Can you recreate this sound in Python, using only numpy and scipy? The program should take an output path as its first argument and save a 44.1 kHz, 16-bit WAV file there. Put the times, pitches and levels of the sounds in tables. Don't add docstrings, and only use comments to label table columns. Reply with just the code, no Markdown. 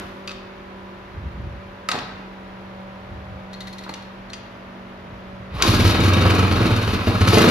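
import sys
import numpy as np
from scipy import signal
from scipy.fft import rfft, irfft, next_fast_len
from scipy.io import wavfile

SR = 44100
rng = np.random.default_rng(int(sys.argv[2]) if len(sys.argv) > 2 else 0)


def dump_mix(stems):
    frames = np.atleast_2d(stems).T
    limited = np.clip(frames, -1, 1)
    pcm = np.round(limited * 32767).astype(np.int16)
    wavfile.write(sys.argv[1], SR, pcm)


N = 330750
TIME_S = np.arange(N) / SR

# f/Hz, density/dB
AIR_SPECTRUM = [(15, -34), (30, 1.5), (120, -10), (155, -16.5), (300, -13.5), (700, -14.5), (2000, -23.5),
                (4500, -35.5), (7000, -43), (10000, -42.5), (16000, -32)]
# f/Hz, t60/s
WALL_DECAY = [(100, 1), (250, 0.84), (500, 0.81), (2000, 1), (5000, 0.55), (9000, 0.19), (14000, 0.55)]
# t/s, shaft/Hz, listening place (clamped to 0-2)
COMPRESSOR_RUN = [(0, 48.11, 0.049), (1.5, 47.86, 0.31), (2.2, 47.71, 0.8), (3.5, 47.64, 0.97),
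                  (4.2, 47.93, 1.5), (5.0, 47.28, 7.7), (7.5, 47.07, 2.17)]
# shaft multiple, level/dB at places 0, 1, 2
COMPRESSOR_ORDERS = [(2, -56.5, -57, -66), (4, -50.5, -45.5, -46), (5, -56.5, -71, -53.5),
                     (8, -43.5, -80, -60), (9, -61.5, -55.5, -56), (11, -57.5, -53.5, -57.5),
                     (12, -49.5, -53.5, -53.5), (13, -61.5, -51.5, -56), (14, -95, -89, -55.5),
                     (16, -76.5, -54, -63), (18, -66, -63, -82), (20, -61, -61.5, -65),
                     (21, -59.5, -60, -62.5)]
# f/Hz, level/dB at places 0, 1, 2
MOTOR_TONES = [(119.8, -67.5, -50.5, -53), (350, -51.5, -56.5, -58.5)]
# peak t/s, level/dB, t60/s
AIR_PUFFS = [(1.04, -58, .2), (1.17, -31, 0.32), (1.27, -28.5, 0.31), (1.395, -28, 0.4),
             (1.45, -32.5, 0.67), (1.58, -35.5, 0.26), (3.13, -30, 0.31), (3.19, -51, 0.27),
             (3.31, -31, 0.45), (3.39, -51, .3), (5.08, -37, 1), (5.28, -52, 0.24), (5.41, -39, 0.27),
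             (5.551, -27.5, 0.98)]
# f/Hz, sum/dB, difference/dB, left minus right/dB
MIC_PORTS = [(12, -50, -40, 10), (40.4, -4, -22, -0.5), (200, 2.5, -12.5, -0.5), (665, -1.5, -4.5, -0.5),
             (1180, 3.5, 3.5, -2), (2720, 3.5, 0.5, 1.5), (3750, 1.5, 2, 6.5), (6140, -2, -5, 4),
             (7290, -6, 0, -1), (8720, -39.5, -0.5, 1.5), (10000, -10.5, -12, -11),
             (10540, -13.5, -13.5, 21), (10800, -10, -42, -1), (12600, -14.5, -44, 0),
             (14600, -22, -6.5, -1), (15400, -32, -11, 9)]
# t/s, ring/dB, brightest f/Hz, crack/dB, snap/dB
LEVER_KNOCKS = [(0.2754, -17, 4400, -34, -33), (0.279, -20.5, 1900, -38, -60), (0.293, -19, 3000, -37, -60),
                (0.308, -25, 2600, -44, -60), (0.315, -24.5, 2400, -38, -60), (1.888, -6, 1200, -22, -20.5),
                (1.916, -10.5, 1550, -18.5, -46), (1.988, -19.5, 2650, -34, -60),
                (3.939, -27, 3900, -31, -36), (4.333, -21, 3500, -32, -46), (4.339, -27, 2900, -39, -60),
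                (5.623, -5.5, 2460, -9, -4.5)]
# f/Hz, level/dB, t60/s
LEVER_MODES = [(1110, -5, .04), (1270, -2, .05), (1420, -5, .03), (1570, -5, .03), (1950, -9, .025),
               (2320, -5, .02), (2560, -1, .035), (2750, -2, .032), (3214, -8, .02), (3736, -3, .025),
               (4050, -5, .02), (4490, 0, .03), (4680, 1, .038), (5900, -8, .015), (7100, -11, .015)]
# t/s, level/dB, f/Hz
THUDS_AND_COUGHS = [(.005, -36, 200), (.03, -38.5, 98), (1.891, -30, 400), (1.906, -29, 600),
                    (1.922, -28, 505), (1.933, -27, 300), (1.943, -24, 209), (1.953, -24, 400),
                    (1.964, -30, 330), (1.978, -29, 160), (2.191, -38, 200), (3.864, -34, 900),
                    (3.879, -37, 1150), (3.884, -50, 570), (3.893, -30, 660), (3.894, -42, 1390),
                    (3.895, -35, 179), (4.551, -40, 200), (5.635, -16.5, 400), (5.651, -15.5, 233),
                    (5.664, -20, 346)]
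# t/s, level/dB, chatter/s
RATCHET_TICKS = [(3.531, -26, 0.018), (3.6055, -22, 0.016), (3.671, -23, 0.013), (3.7284, -25.5, .012),
                 (3.783, -23.5, 0.011), (3.823, -38, .004), (3.837, -28, 0.014), (3.892, -21.5, 0.0072),
                 (4.0234, -34, 0.0072), (4.299, -31.5, 0.0052)]
# f/Hz, level/dB, t60/s
PAWL_MODES = [(1960, -8, .03), (2420, -11, .012), (3740, -2, .018), (4226, 1, .024), (4600, -9, .01),
              (6000, -10, .01), (7400, -16, .01), (11000, -12, .01)]
# t/s, firing rate/Hz
FIRING_RATE = [(5.62, 16.09), (5.75, 17.14), (6.02, 22.71), (6.45, 23.52), (6.75, 18.11), (6.96, 16.41),
               (7.06, 12.62), (7.17, 14.9), (7.325, 17.2), (7.365, 28.2), (7.53, 28.9)]
# t/s, effort/dB, boom/dB, bark/dB, rasp/dB
ENGINE_LEVELS = [(5.5, -59, -19, -53, -75), (5.56, -46, -30, -38, -49.5), (5.61, -28, -32, -24, -43.5),
                 (5.67, -26, -11.5, -13, -20.5), (5.75, -24.5, -8, -13.5, -26),
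                 (5.88, -22, -9.5, -15.5, -23), (6.0, -24.5, -16, -21, -30.5),
                 (6.3, -24, -15.5, -17, -30.5), (6.65, -26.5, -16, -20.5, -31.5),
                 (6.9, -29, -14, -22, -33.5), (7.05, -29, -20, -23.5, -35), (7.19, -30, -21.5, -29.5, -36),
                 (7.28, -26, -15.5, -15, -26.5), (7.34, -17, -8, -17, -18), (7.4, -18, -24, -14, -21.5),
                 (7.45, -18, -26, -13, -22.5), (7.5, -19, -34, -6, -20.5)]
# t/s, excess/dB
UNEVEN_FIRINGS = [(5.68, 1.5), (5.74, -1), (5.80, -3), (5.85, -2.5), (5.90, -2), (5.95, -6), (5.995, 4),
                  (6.04, 3), (6.09, -0.5), (6.125, -1.5), (6.17, 1.5), (6.21, 1.5), (6.255, 2.5),
                  (6.30, -1), (6.34, -0.5), (6.385, 1), (6.425, 2), (6.47, -9), (6.51, 1), (6.56, 0),
                  (6.61, 2.5), (6.66, -1.5), (6.71, 3), (6.765, -3), (6.82, -7.5), (6.875, 1), (6.94, 0.5),
                  (7.0, -13), (7.075, 9.5), (7.148, 2), (7.215, 10), (7.275, 3), (7.335, 1), (7.375, 1.5),
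                  (7.41, -0.5), (7.445, -3), (7.48, -2.5)]
# f/Hz, density/dB
RATTLE_SPECTRUM = [(300, 3.5), (600, 5.5), (1100, 3), (1600, -7), (1800, -8.5), (2500, -4), (3400, -9.5),
                   (4200, -10), (5500, -16.5), (7000, -36), (9000, -34)]
# f/Hz, level/dB, t60/s
CASE_MODES = [(1029, -4.5, 0.052), (1115, -2, 0.043), (1294, 1, 0.049), (1463, -1.5, 0.034),
              (1648, -4.5, 0.051), (1955, -5, 0.027), (2283, -3.5, 0.034), (2500, -2, 0.024),
              (2762, -1.5, 0.022), (3037, -4, 0.032), (3686, -3.5, 0.015), (3768, -0.5, 0.021),
              (4205, -1, 0.018), (4670, -4, 0.018)]
# t/s, level/dB
LOUD_TAPS = [(5.859, -25), (6.0594, -12), (6.304, -12), (6.35, -29), (6.391, -11), (6.479, -22),
             (6.763, -11.5), (6.947, -28), (7.213, -12.5), (7.275, -6), (7.332, -15), (7.348, -19)]
# f/Hz, density/dB
RASP_SPECTRUM = [(2500, -9), (4300, -2.5), (6000, -6.5), (7500, -9), (10000, -3), (13000, -3),
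                 (16000, -1.5)]
# f/Hz, level/dB, t60/s
BOOM_MODES = [(37.6, -8.5, 0.32), (52, -17.5, 0.32), (93.2, 4.5, 0.15), (109.3, 0, 0.2), (130, -6.5, 0.11)]
# f/Hz, level/dB, t60/s
BARK_MODES = [(230, 2.5, 0.023), (182, 0, 0.046), (194.2, 3.5, 0.078), (235.6, 1, 0.052), (241, 1.5, 0.051)]
# f/Hz, level/dB, t60/s
GROWL_MODES = [(342, -1.5, 0.033), (466, 3, 0.055), (490.7, 0.5, 0.05), (600, -2.5, 0.049),
               (689, -11, 0.08)]


def from_db(db):
    return 10 ** (np.asarray(db) / 20)


def unit_rms(x):
    return x / np.sqrt(np.mean(x ** 2) + 1e-20)


def in_time(rows, outside=None):
    t_s, *columns = np.transpose(rows)
    return [np.interp(TIME_S, t_s, column, outside, outside) for column in columns]


def at_hz(table, hz, column=1):
    table = np.array(table)
    return np.interp(np.log(hz + 1), np.log(table[:, 0]), table[:, column])


def coloured(x, db_at):
    size = next_fast_len(x.shape[-1])
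    gain = from_db(db_at(np.arange(size // 2 + 1) * SR / size))
    return irfft(rfft(x, size) * gain, size)[..., :x.shape[-1]]


def butter(x, edges_hz, kind):
    return signal.sosfilt(signal.butter(2, edges_hz, kind, fs=SR, output="sos"), x)


def drift(rate_hz):
    steps = rng.standard_normal(int(N / SR * 60) + 3)
    return unit_rms(np.interp(TIME_S * rate_hz, np.arange(len(steps)), steps))


def resonate(x, hz, t60_s):
    radius, angle = from_db(-60 / (t60_s * SR)), 2 * np.pi * hz / SR
    return signal.lfilter([0, np.sin(angle)], [1, -2 * radius * np.cos(angle), radius ** 2], x + 1e-18)


def strike(at_s, level_db, modes, scatter_db, chatter_s=0):
    touches = 10 if np.any(chatter_s) else 1
    late_s = chatter_s * rng.random((len(at_s), touches)) * (np.arange(touches) > 0)
    at = np.clip(((np.asarray(at_s)[:, None] + late_s) * SR).astype(int), 0, N - 1)
    level_db = level_db + scatter_db * rng.standard_normal((len(at), len(modes)))
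    rings = np.zeros(N)
    for k, (hz, db, t60_s) in enumerate(modes):
        clicks = np.zeros(N)
        clicks[at] = (-1) ** (k + 1) * from_db(level_db[:, k, None] + db) / np.sqrt(touches)
        rings += resonate(clicks, hz, t60_s)
    return rings


def bursts(at_s, level_db, decay_s, band_hz):
    clicks = np.zeros(N)
    clicks[(at_s * SR).astype(int)] = from_db(level_db)
    envelope = signal.lfilter([1], [1, -np.exp(-1 / (decay_s * SR))], clicks + 1e-18)
    return envelope * unit_rms(butter(rng.standard_normal(N), band_hz, "band"))


def workshop_reverb(x):
    age_s, tails = np.arange(SR) / SR, 0
    for low_hz in 22 * 2. ** np.arange(10):
        band = butter(rng.standard_normal((2, SR)), (low_hz, min(2 * low_hz, .45 * SR)), "band")
        tails += band * from_db(-60 * age_s / at_hz(WALL_DECAY, np.sqrt(2) * low_hz))
    tails *= np.minimum(age_s / 0.011, 1) ** 2
    return signal.fftconvolve(x[None], unit_rms(tails) / np.sqrt(SR), axes=1)[:, :N]


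def shop_air(air_db=-42.5, bang_db=-37, bang_t60_s=0.96):
    air = coloured(rng.standard_normal((2, N)), lambda hz: at_hz(AIR_SPECTRUM, hz))
    bang = coloured(rng.standard_normal((2, N)),
                    lambda hz: at_hz(AIR_SPECTRUM, hz) + 2.2 * np.log2(hz + 50))
    bang_gain = from_db(bang_db - 60 * TIME_S / bang_t60_s)
    return from_db(air_db) * unit_rms(air) + bang_gain * unit_rms(bang)


def compressor_hum():
    shaft_hz, place = in_time(COMPRESSOR_RUN)
    turns = np.cumsum(shaft_hz) / SR
    partials = [(order * turns, db) for order, *db in COMPRESSOR_ORDERS]
    partials += [(hz * TIME_S, db) for hz, *db in MOTOR_TONES]
    hum = 0
    for cycles, place_db in partials:
        level_db = np.interp(place, (0, 1, 2), place_db) + 2.14 * drift(rate_hz=3.554)
        hum += from_db(level_db) * np.exp(2j * np.pi * (cycles + rng.random()))
    return np.sqrt(2) * np.array([hum.real, hum.imag])


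def air_puffs(rise_db_per_s=300, centre_hz=70):
    envelope = 0
    for peak_s, db, t60_s in AIR_PUFFS:
        age_s = TIME_S - peak_s
        envelope += from_db(db + np.minimum(rise_db_per_s * age_s, -60 * age_s / t60_s))
    rumble = coloured(rng.standard_normal((2, N)),
                      lambda hz: -14 * np.abs(np.log2((hz + 1) / centre_hz)))
    return envelope * unit_rms(rumble)


def kick_lever():
    at_s, ring_db, bright_hz, crack_db, snap_db = np.transpose(LEVER_KNOCKS)
    offset_oct = np.log2(np.array(LEVER_MODES)[:, 0] / bright_hz[:, None])
    rings = strike(at_s, ring_db[:, None] - 15.5 - 4 * offset_oct ** 2, LEVER_MODES, scatter_db=2)
    body_db = crack_db - 2 - 13 * np.log2(bright_hz / 1300)
    cracks = bursts(at_s, crack_db, decay_s=0.0054, band_hz=(2080, 7600))
    cracks += bursts(at_s, body_db, decay_s=0.0045, band_hz=(900, 2400))
    cracks += bursts(at_s, snap_db, decay_s=0.0024, band_hz=(6750, 16800))
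    return rings, cracks


def thuds_and_coughs():
    rings = 0
    for t_s, db, hz in THUDS_AND_COUGHS:
        modes = [(hz * ratio, 0, 8 / hz) for ratio in (.7, 1, 1.5)]
        rings += strike([t_s], db, modes, scatter_db=1.5)
    at_s, level_db, _ = np.transpose(THUDS_AND_COUGHS)
    return rings + bursts(at_s, level_db - 2.5, decay_s=0.006, band_hz=(300, 1010))


def ratchet():
    at_s, level_db, chatter_s = np.transpose(RATCHET_TICKS)
    rings = strike(at_s, level_db[:, None] - 9, PAWL_MODES, scatter_db=0, chatter_s=chatter_s[:, None])
    return rings, bursts(at_s, level_db - 15, decay_s=0.011, band_hz=(1890, 16000))


def valve_rattle(level_db, rate_hz=800):
    taps = from_db(3.45 * np.minimum(rng.exponential(1, N), 4)) * rng.choice([-1, 1], N)
    sparse_taps = taps * (rng.random(N) < rate_hz / SR)
    rattle = coloured(sparse_taps, lambda hz: at_hz(RATTLE_SPECTRUM, hz))
    mode_hit, rings = rng.integers(0, 300, N), 0
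    for k, (hz, db, t60_s) in enumerate(CASE_MODES):
        rings += from_db(db + 1.85 * drift(rate_hz=20)) * resonate(taps * (mode_hit == k), hz, t60_s)
    return from_db(level_db) * (unit_rms(rattle) + from_db(-5.5) * unit_rms(rings))


def gas_rasp(level_db):
    gas = coloured(rng.standard_normal(N), lambda hz: at_hz(RASP_SPECTRUM, hz))
    return unit_rms(gas) * from_db(level_db + 2 * drift(rate_hz=33))


def valve_taps(fired_s, clatter_db, rasp_db, seat_delay_s=0.011):
    seat_s = fired_s + seat_delay_s
    tick_db = rasp_db - 2.5 + 5.7 * rng.standard_normal(len(seat_s))
    taps = bursts(seat_s, tick_db, decay_s=0.007, band_hz=(1980, 15000))
    taps += strike(seat_s, clatter_db[:, None] + 0.5, CASE_MODES, scatter_db=4, chatter_s=.012)
    loud_s, loud_db = np.transpose(LOUD_TAPS)
    taps += strike(loud_s, loud_db[:, None] - 17, CASE_MODES, scatter_db=0, chatter_s=.005)
    return taps + bursts(loud_s, loud_db - 14, decay_s=0.0067, band_hz=(3020, 15100))


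def exhaust_boom(fired_s, level_db):
    return butter(strike(fired_s, level_db[:, None], BOOM_MODES, scatter_db=2.5), 350, "low")


def exhaust_bark(fired_s, bark_db, growl_db, echo_s=0.01042, echo_db=-8.5):
    pipe = strike(fired_s, bark_db[:, None], BARK_MODES, scatter_db=2.5)
    pipe += strike(fired_s, growl_db[:, None], GROWL_MODES, scatter_db=4)
    pipe = butter(pipe, 900, "low")
    pipe -= from_db(echo_db) * np.interp(TIME_S - echo_s, TIME_S, pipe)
    turbulence = bursts(fired_s, growl_db - 13.5, decay_s=0.03, band_hz=(200, 660))
    silencer_roar = bursts(fired_s, bark_db - 10.5, decay_s=0.03, band_hz=(175, 341))
    pop_db = growl_db - 10 + 3.1 * rng.standard_normal(len(fired_s))
    tailpipe_pop = bursts(fired_s, pop_db, decay_s=0.0044, band_hz=(400, 2200))
    return pipe + turbulence + silencer_roar + tailpipe_pop


def firings(cycles, jitter_s=0.00047):
    fired_s = np.flatnonzero(np.diff(np.floor(cycles), prepend=0)) / SR - .004
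    fired_s += jitter_s * rng.standard_normal(len(fired_s))
    uneven_s, uneven_db = np.transpose(UNEVEN_FIRINGS)
    nearest = np.abs(fired_s - uneven_s[:, None]).argmin(axis=1)
    excess_db = np.zeros(len(fired_s))
    excess_db[nearest] = uneven_db
    return fired_s, excess_db


def engine(usual_effort_db=-27, uneven_share=0.24):
    cycles = np.cumsum(in_time(FIRING_RATE, outside=0)[0]) / SR
    fired_s, excess_db = firings(cycles)
    at = (fired_s * SR).astype(int)
    effort_db, boom_db, bark_db, rasp_db = in_time(ENGINE_LEVELS, outside=-99)
    growl_db = -26 + 1.58 * (effort_db - usual_effort_db)
    clatter_db = -32.5 + 0.73 * (effort_db - usual_effort_db)
    boom = exhaust_boom(fired_s, boom_db[at] + excess_db)
    bark = exhaust_bark(fired_s, bark_db[at] + excess_db, growl_db[at] + excess_db)
    angle = 2 * np.pi * cycles
    throb_db = 1.82 * np.cos(angle - .6) + 1.75 * np.cos(2 * angle - .3)
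    throb_db += uneven_share * np.interp(TIME_S - .013, fired_s, excess_db)
    clatter = valve_rattle(clatter_db + throb_db) + gas_rasp(rasp_db + 0.96 * throb_db)
    clatter += valve_taps(fired_s, clatter_db[at], rasp_db[at])
    return boom, bark, clatter


def scene():
    boom, bark, clatter = engine()
    lever_rings, lever_cracks = kick_lever()
    thuds = thuds_and_coughs()
    pawl_rings, pawl_ticks = ratchet()
    rings = lever_rings + pawl_rings
    transients = lever_cracks + thuds + pawl_ticks
    sends = [(boom, -12), (bark, -2.5), (clatter, -6), (rings, -10), (transients, -5.5)]
    reverb = workshop_reverb(sum(from_db(send_db) * layer for layer, send_db in sends))
    analytic = signal.hilbert(boom + bark + clatter + rings + transients, next_fast_len(N))[:N]
    direct = np.array([analytic.real, from_db(-2.5) * analytic.imag])
    return direct + reverb + compressor_hum() + shop_air() + air_puffs()


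def record(dry, ceiling=1.08, stopband_hz=15900):
    mid = coloured(dry[0], lambda hz: at_hz(MIC_PORTS, hz, column=1))
    side = coloured(dry[1], lambda hz: at_hz(MIC_PORTS, hz, column=2))
    left = coloured(mid + side, lambda hz: at_hz(MIC_PORTS, hz, column=3) / 2)
    right = coloured(mid - side, lambda hz: -at_hz(MIC_PORTS, hz, column=3) / 2)
    clipped = ceiling * np.tanh(np.array([left, right]) / ceiling)
    return signal.sosfilt(signal.cheby2(12, 70, stopband_hz, fs=SR, output="sos"), clipped)


dry = scene()
out = record(dry)
dump_mix(out)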